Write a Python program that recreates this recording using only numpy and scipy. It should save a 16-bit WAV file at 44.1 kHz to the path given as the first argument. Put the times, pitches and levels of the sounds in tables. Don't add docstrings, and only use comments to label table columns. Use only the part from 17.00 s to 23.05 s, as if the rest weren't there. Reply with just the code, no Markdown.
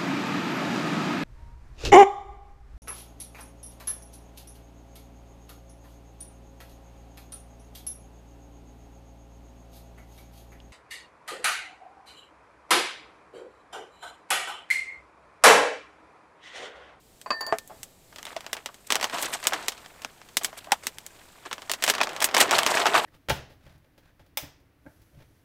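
import sys
import numpy as np
from scipy import signal
from scipy.fft import rfft, irfft
from scipy.io import wavfile
from scipy.ndimage import uniform_filter1d

SR = 44100
rng = np.random.default_rng(int(sys.argv[2]) if len(sys.argv) > 2 else 0)


def store_wav(level_fs):
    pcm = np.round(np.clip(np.atleast_2d(level_fs), -1, 1) * 32767)
    wavfile.write(sys.argv[1], SR, pcm.T.astype(np.int16))


N = 266805
TIME = np.arange(N) / SR


def amp(db):
    return 10 ** (np.asarray(db) / 20)

def unit_rms(x):
    return x / np.sqrt(np.mean(x ** 2) + 1e-20)

def spectrum_db(points, hz):
    point_hz, db = np.transpose(points)
    return np.interp(np.log(hz + 1), np.log(point_hz + 1), db)

def add(mix, start_s, sound):
    part = mix[round(start_s * SR):][:len(sound)]
    part += sound[:len(part)]

def filtered(x, order, hz, kind):
    return signal.sosfilt(signal.butter(order, hz, kind, fs=SR, output="sos"), x)

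def shaped(x, gain_db):
    hz, t, spectra = signal.stft(x, SR, nperseg=256)
    return signal.istft(spectra * amp(gain_db(hz[:, None], t)), SR, nperseg=256)[1][:N]


# frequency in Hz, relative spectral density in dB.
AIR_SPECTRUM = [(20, -2.5), (130, -3), (250, -6.5), (650, -8.5), (1500, -19), (5000, -18.5), (9000, -19.5),
                (12000, -10.5), (15400, -7.5), (16100, -30)]

def flames_and_hiss(level_db=-57):
    colour = amp(spectrum_db(AIR_SPECTRUM, np.fft.rfftfreq(N, 1 / SR)))
    noise = irfft(rfft(rng.standard_normal(N)) * colour, N)
    swell_db = unit_rms(uniform_filter1d(uniform_filter1d(rng.standard_normal(N), 6000), 6000))
    return amp(level_db + swell_db) * unit_rms(noise)


# lower and upper band edge in Hz, 60 dB decay time in seconds, level in dB.
CRACK_BANDS = [(214, 457, 0.066, -14.5), (562, 1395, 0.074, -3), (1685, 3300, 0.061, -3.5),
               (3250, 6000, 0.064, -3), (5870, 11000, 0.06, -4.5), (10860, 15800, 0.068, -1)]
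# a band's gain in dB per dB of brightness. Tight creases are thin, broad folds full.
BRIGHTNESS_SLOPES = (-0.4, -0.81, 0, 0.38, 1.24, 1.58)

def cracks(events, tick_s):
    out, t = np.zeros(N), np.arange(SR // 10) / SR
    tail_db = np.array(events)[:, 3:]
    noise = rng.standard_normal((len(events), len(t)))
    noise[:, 0] = -4.5
    for (lo_hz, hi_hz, t60, band_db), slope in zip(CRACK_BANDS, BRIGHTNESS_SLOPES):
        envelope = np.exp(-t / tick_s) + amp(tail_db - 60 * t / t60)
        bursts = filtered(noise * envelope, 3, [lo_hz, hi_hz], "band")
        peak_power = uniform_filter1d(bursts ** 2, 130, mode="constant").max(1)
        bursts /= np.sqrt(peak_power)[:, None]
        low_cut_db = -7 if slope < 0 else 0
        for (start_s, level_db, bright_db, _), burst in zip(events, bursts):
            add(out, start_s, amp(level_db + band_db + slope * bright_db + low_cut_db) * burst)
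    return out


# start in seconds, level in dB, brightness in dB, tail in dB relative to the tick.
EMBER_POPS = [(0.2144, -47.5, 4.5, -7.5), (0.5854, -36.5, 4.5, -13), (0.676, -63, 15.5, -8),
              (0.8312, -42, 7.5, -5)]

def embers():
    return cracks(EMBER_POPS, tick_s=0.00077)


def free_vibration(modes, weight_db, t):
    hz, db, t60 = np.transpose(modes)[:, :, None]
    return (amp(db + weight_db[:, None] - 60 * t / t60) * np.sin(2 * np.pi * hz * t)).sum(0)


# mode frequency in Hz, relative level in dB, 60 dB decay time in seconds.
STICK_MODES = [(428, 0.5, 0.09), (666, 1.5, 0.077), (740, -5, 0.067), (853, 4.5, 0.04), (1034, 4, 0.043),
               (1080, 0.5, 0.059), (1186, 3.5, 0.047), (1370, -6, 0.057), (1600, 13, 0.016)]

def stick_knock(spot_hz, scrape_s):
    t = np.arange(8000) / SR
    force = np.exp(-t / scrape_s) * rng.standard_normal(len(t))
    force[0] = 7
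    weight_db = -26 * np.log2(np.array(STICK_MODES)[:, 0] / spot_hz) ** 2
    knock = signal.oaconvolve(force, free_vibration(STICK_MODES, weight_db, t))
    knock = filtered(knock, 2, 330, "high")
    knock /= abs(knock).max()
    tail = np.exp(-t / (scrape_s + 0.012)) * rng.standard_normal(len(t))
    thud, clatter, grit = (250, 610, -29.5), (504, 1670, -19.5), (2370, 5700, -39)
    for lo_hz, hi_hz, db in thud, clatter, grit:
        band = filtered(tail, 2, [lo_hz, hi_hz], "band")
        onset_rms = np.sqrt(np.mean(band[:900] ** 2))
        add(knock, 0, amp(db) * band / onset_rms)
    return knock


# mode frequency in Hz, level in dB, 60 dB decay time in seconds.
STEEL_MODES = [(1750, -12, 1.2), (1796, -4, 1.5), (2560, 4, .05), (4027, -25, .4), (4613, 1, .2),
               (4660, -7, .14), (6853, -19, .08), (6910, -21, .08), (10190, -15, .04), (14700, -17, .06)]

def steel_ring(hardness):
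    t = np.arange(SR // 2) / SR
    octaves = np.log2(np.array(STEEL_MODES)[:, 0] / 4600)
    tilt_db = hardness * octaves * np.where(octaves < 0, 3, 0.4)
    attack = 1 - np.exp(-t / 0.00035)
    roughness = unit_rms(uniform_filter1d(rng.standard_normal(len(t)), 40))
    chatter = 1 + 0.37 * np.exp(-t / 0.017) * roughness
    return free_vibration(STEEL_MODES, tilt_db, t) * attack * chatter


# start in seconds, knock level in dB, pitch of the struck spot in Hz,
# scrape time constant in seconds, ring level in dB, hardness as a spectral tilt factor.
BOUNCES = [(0.261, -30, 870, 0.0099, -48, 1.5), (0.305, -18.5, 1080, 0.0079, -24, 2.5),
           (0.33, -39.5, 810, 0.037, -65, -6), (0.408, -29.5, 1040, 0.023, -28, 33),
           (0.465, -35, 730, 0.049, -31.5, 36), (0.489, -35, 1030, 0.0093, -70, 10),
           (0.5245, -13.5, 546, 0.0026, -65, 4), (0.698, -40, 666, 0.027, -54, -2)]
# time in seconds, gain of the crank's low modes in dB.
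LOW_MODE_DAMPING = [(.522, -5), (.535, -3), (.66, -20), (.70, -32)]

def bouncing_crank(split_hz=2200):
    wood, steel = np.zeros(N), np.zeros(N)
    for start_s, knock_db, spot_hz, scrape_s, ring_db, hardness in BOUNCES:
        add(wood, start_s, amp(knock_db) * stick_knock(spot_hz, scrape_s))
        add(steel, start_s, amp(ring_db) * steel_ring(hardness))
    low = filtered(steel, 4, split_hz, "low") * amp(np.interp(TIME, *np.transpose(LOW_MODE_DAMPING)))
    high = filtered(steel, 4, split_hz, "high") * amp(np.interp(TIME, [0.522, 0.535], [-5, -24.5]))
    return wood + low + high


def random_impulses(per_s, spread_db):
    sizes = amp(spread_db * np.minimum(rng.exponential(1, N), 4))
    return sizes * (rng.random(N) < per_s / SR)

def crease_power(per_s, spread_db, t60=0.036):
    decay = amp(-120 / (t60 * SR))
    power = signal.lfilter([1], [1, -decay], random_impulses(per_s, spread_db) ** 2)
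    return power / power.mean()

def dimples():
    out, t = np.zeros(N), np.arange(900) / SR
    flips = random_impulses(per_s=350, spread_db=3.4)
    pitch_index = rng.integers(0, 14, N)
    for k, hz in enumerate(np.geomspace(560, 3600, num=14)):
        ring = np.sqrt(hz) * np.exp(-t * hz / 1.8) * np.sin(2 * np.pi * hz * t)
        out += signal.oaconvolve(flips * (pitch_index == k), ring)[:N]
    return unit_rms(out)


# time in seconds, rustle level in dB, brightness in dB.
HANDLING = [(1.08, -86, 2), (1.24, -57, 1), (1.55, -55.5, -13), (1.7, -61, -4), (1.87, -71, 10),
            (1.91, -41.5, -9), (2.08, -47.5, -2), (2.25, -41, -1.5), (2.4, -52.5, 6.5), (2.56, -40, -4.5),
            (2.76, -54.5, -0.5), (3.1, -60.5, -2.5), (3.36, -65, 3), (3.6, -59, 1.5), (4.0, -62, 2),
            (4.42, -61, 4), (4.78, -52, -7), (4.95, -39, -7), (5.3, -42.5, -16.5), (5.44, -29.5, -12),
            (5.485, -34.5, -10), (5.6, -33, -3.5), (6.05, -34, -4)]
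# centre and duration in seconds, added level in dB, added brightness in dB.
CRUSHES = [(1.307, 0.061, 6.5, 4), (1.586, 0.047, 8, 3), (1.874, 0.011, 5, 13), (2.143, 0.036, 12, -2),
           (2.203, 0.076, 6, 5), (2.256, 0.025, 7, 4), (2.34, 0.029, 11, 6), (3.426, 0.04, 18, -3),
           (3.487, 0.051, 10.5, -3), (3.582, 0.028, 10.5, 9), (3.686, 0.033, 11, -29),
           (3.857, 0.064, 9, 5.5), (4.466, 0.03, 18, -10), (4.894, 0.036, 13, 14), (5.026, 0.12, 2.5, -6),
           (5.401, 0.096, 7, 12), (5.55, 0.061, 9, 5.5), (5.707, 0.033, 6.5, 0.5), (5.775, 0.11, 5.5, 0.5),
           (5.969, 0.059, 10.5, 2.5)]

def grip_db(t, column):
    curve = np.transpose(HANDLING)
    bumps = sum(row[column + 1] * np.exp(-((t - row[0]) / (row[1] / 2)) ** 4) for row in CRUSHES)
    return np.interp(t, curve[0], curve[column], left=-99) + bumps


# frequency in Hz, relative spectral density in dB.
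FOIL_SPECTRUM = [(35, -59), (213, -12), (412, 0.5), (486, -7.5), (644, 0.5), (1160, -2), (1690, -1.5),
                 (7960, -14), (14700, -7.5), (16500, -36)]

def rustle():
    shared = crease_power(per_s=600, spread_db=3.9)
    edges_hz, folds = np.geomspace(130, 17000, num=9), np.zeros(N)
    for band_hz in zip(edges_hz, edges_hz[1:]):
        power = crease_power(per_s=130, spread_db=4) + 0.6 * shared + 0.2
        folds += filtered(np.sqrt(power) * rng.standard_normal(N), 2, band_hz, "band")
    foil = unit_rms(shaped(folds, lambda hz, t: spectrum_db(FOIL_SPECTRUM, hz))) + amp(-7) * dimples()
    foil = shaped(foil, lambda hz, t: grip_db(t, 2) * np.log2(1 + (hz.clip(max=11000) / 2000) ** 2) / 4)
    foil *= amp(grip_db(TIME, 1))
    return filtered(foil, 2, 110, "high")


# centre frequency in Hz, bandwidth in Hz, relative gain in dB.
CAVITY_MODES = [(420, 53, 0), (656, 71, -1), (900, 215, -6), (1110, 190, -9.5)]
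# time in seconds, gain of the resonance in dB as the bag opens.
OPENING = [(5.3, -11), (5.9, 1.5)]

def bag_cavity(x):
    resonance = sum(amp(db) * signal.lfilter(*signal.iirpeak(hz, hz / width, SR), x)
                    for hz, width, db in CAVITY_MODES)
    return x + resonance * amp(np.interp(TIME, *np.transpose(OPENING)))


# start in seconds, level in dB, brightness in dB, tail in dB relative to the tick.
CREASE_SNAPS = [(1.1264, -51.5, -10, 4), (1.1599, -42, -1.5, -4), (1.1842, -41.5, -2, 1),
                (1.2288, -40.5, 1, -20), (1.2529, -38.5, 1, -8), (1.2669, -40, -5, 15),
                (1.3648, -33, -7, 0), (1.4068, -41.5, -2, -6), (1.4435, -49, -11, 0), (1.4646, -36, -4, -8),
                (1.5305, -26, 0.5, -6), (1.5505, -46, -11, -10), (1.5674, -38.5, -4.5, 3),
                (1.6598, -30.5, -1.5, -7), (1.688, -50, -16, -2), (1.7432, -49.5, 2.5, -3),
                (1.9039, -21.5, -3.5, 2), (1.9222, -18.5, -0.5, -8), (1.9461, -29.5, -4, -19),
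                (1.9552, -21, 0, -12), (1.965, -29.5, -4, -20), (1.9987, -36, -7, -7),
                (2.0117, -29.5, -2, -5), (2.0278, -25.5, -4, 22), (2.0424, -22, -3.5, -2),
                (2.0977, -36, -4, -12), (2.1729, -38, -9, 3), (2.1841, -30.5, -6, -9),
                (2.2248, -35, 9.5, 15), (2.2317, -31.5, -4.5, -7), (2.348, -32, -7, -5),
                (2.4283, -38, -5, 5), (2.4398, -36.5, 2, 3), (2.452, -34, -8, 15), (2.47, -18.5, 3.5, -2),
                (2.5226, -32.5, -15, 10), (2.5334, -25, -4.5, 15), (2.683, -22.5, 2, -4.5),
                (2.72, -40, -2, 2), (2.778, -45.5, -4, 7), (2.8606, -44, -3, -19), (3.0194, -44, 0, 3),
                (3.035, -49, -4, 7), (3.0475, -29, -5, -12.5), (3.216, -47, -7.5, -5),
                (3.2879, -50.5, -1, 4), (3.3697, -19.5, 3.5, -7), (3.413, -46.5, -8, 0),
                (3.4337, -45, 10, 16), (3.4463, -25, 4.5, -1.5), (3.5289, -48, -13, 2),
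                (3.6441, -47, -1, 1), (3.671, -53, -13, -8), (3.7092, -47, -14, -6), (3.7197, -16, -1, -7),
                (3.8688, -26, 3.5, -9.5), (3.9843, -39, 2.5, -13), (4.0643, -44.5, 8, -8),
                (4.4532, -47, -10, -10), (4.5122, -35, -9, 15), (4.529, -29, -2.5, -7),
                (4.5808, -41, -9, 1), (4.6198, -40.5, -4, -4), (4.6962, -27.5, -3, 4),
                (4.7155, -25.5, 4.5, -10), (4.7357, -29, 0, -1), (4.8238, -28.5, 0, 17),
                (4.8388, -20, 2, -1), (4.8642, -30, 1, -6), (4.8781, -21.5, -2.5, 5),
                (4.8992, -16.5, 0, -2), (4.9381, -30, -5, -4), (4.9506, -28.5, -4, 2), (4.9818, -30, -8, 2),
                (5.0045, -28, -12, -4), (5.0134, -19, -8, -3), (5.0324, -24, -3.5, 9),
                (5.0717, -31, -10, -21), (5.092, -36, -4, -2), (5.112, -45, -5, -5), (5.1325, -47, 2, -11),
                (5.1637, -32, -4.5, -4), (5.204, -30, 0, -2), (5.2168, -26, -8, 7), (5.2227, -24, 2.5, 11),
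                (5.2429, -18.5, 5, 2), (5.2746, -42, -8, 5), (5.288, -34, -9.5, 3), (5.3121, -38, -7, 1),
                (5.3426, -26, -7.5, 17), (5.3466, -17.5, -2.5, -6), (5.3664, -17, -4.5, 4),
                (5.3801, -27, 5, -2), (5.402, -24.5, 1, 1), (5.4047, -19, 5, -7), (5.410, -17, -6, -13),
                (5.4132, -18, 5, -10), (5.493, -31, -9, 5), (5.5101, -20.5, -1, -4), (5.516, -23, -8, -3),
                (5.5835, -21, -2, -6), (5.588, -17, -1.5, -5), (5.6326, -25, -0.5, -29),
                (5.6639, -17.5, -2.5, -5), (5.6735, -26, -3, -2), (5.7711, -24.5, -8, 15),
                (5.801, -25, -4.5, -13), (5.821, -36, -2, -1), (5.8565, -21.5, -10, 3),
                (5.8659, -21.5, -4.5, 8), (5.942, -25.5, -9, 15), (6.0388, -45, -15, -18)]

def snapping_creases():
    return cracks(CREASE_SNAPS, tick_s=0.001)


# start in seconds, level in dB, pitch in Hz.
POCKET_POPS = [(1.253, -28, 3600), (1.267, -32, 3840), (1.364, -21, 660), (2.14, -28, 700),
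               (2.349, -28, 696), (3.413, -37, 700), (3.418, -36, 3100), (3.447, -23, 4780),
               (3.529, -37, 665), (3.671, -37.5, 665), (3.686, -40, 800), (3.721, -10, 800),
               (3.73, -16, 900), (4.951, -28, 2900), (5.004, -17, 2520), (5.014, -14.5, 2500),
               (5.591, -13.5, 1170), (5.632, -18, 3100), (5.856, -16, 866), (5.961, -13, 1210)]

def pockets():
    out, t = np.zeros(N), np.arange(4000) / SR
    for start_s, level_db, hz in POCKET_POPS:
        time_scale = (700 / hz) ** 0.7
        rise_s, t60 = 0.0017 * time_scale, 0.036 * time_scale
        envelope = amp(level_db - 60 * t / t60) * (1 - np.exp(-t / rise_s))
        add(out, start_s, envelope * np.sin(2 * np.pi * hz * t))
    return out


def scene():
    mix = bouncing_crank() + embers() + bag_cavity(snapping_creases() + rustle()) + pockets()
    return (mix + flames_and_hiss())[None]


# frequency in Hz, gain in dB.
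MIC_RESPONSE = [(4000, 4), (6000, 2.5), (8000, 7.5), (10500, -4), (16000, -12.5)]

def record(dry, ceiling=0.92, cutoff_hz=16700):
    coloured = shaped(dry[0], lambda hz, t: spectrum_db(MIC_RESPONSE, hz))
    saturated = ceiling * np.tanh(coloured / ceiling)
    lowpass = signal.firwin(255, cutoff_hz, window=("kaiser", 9), fs=SR)
    return signal.oaconvolve(saturated, lowpass, "same")[None]


dry = scene()
out = record(dry)
store_wav(out)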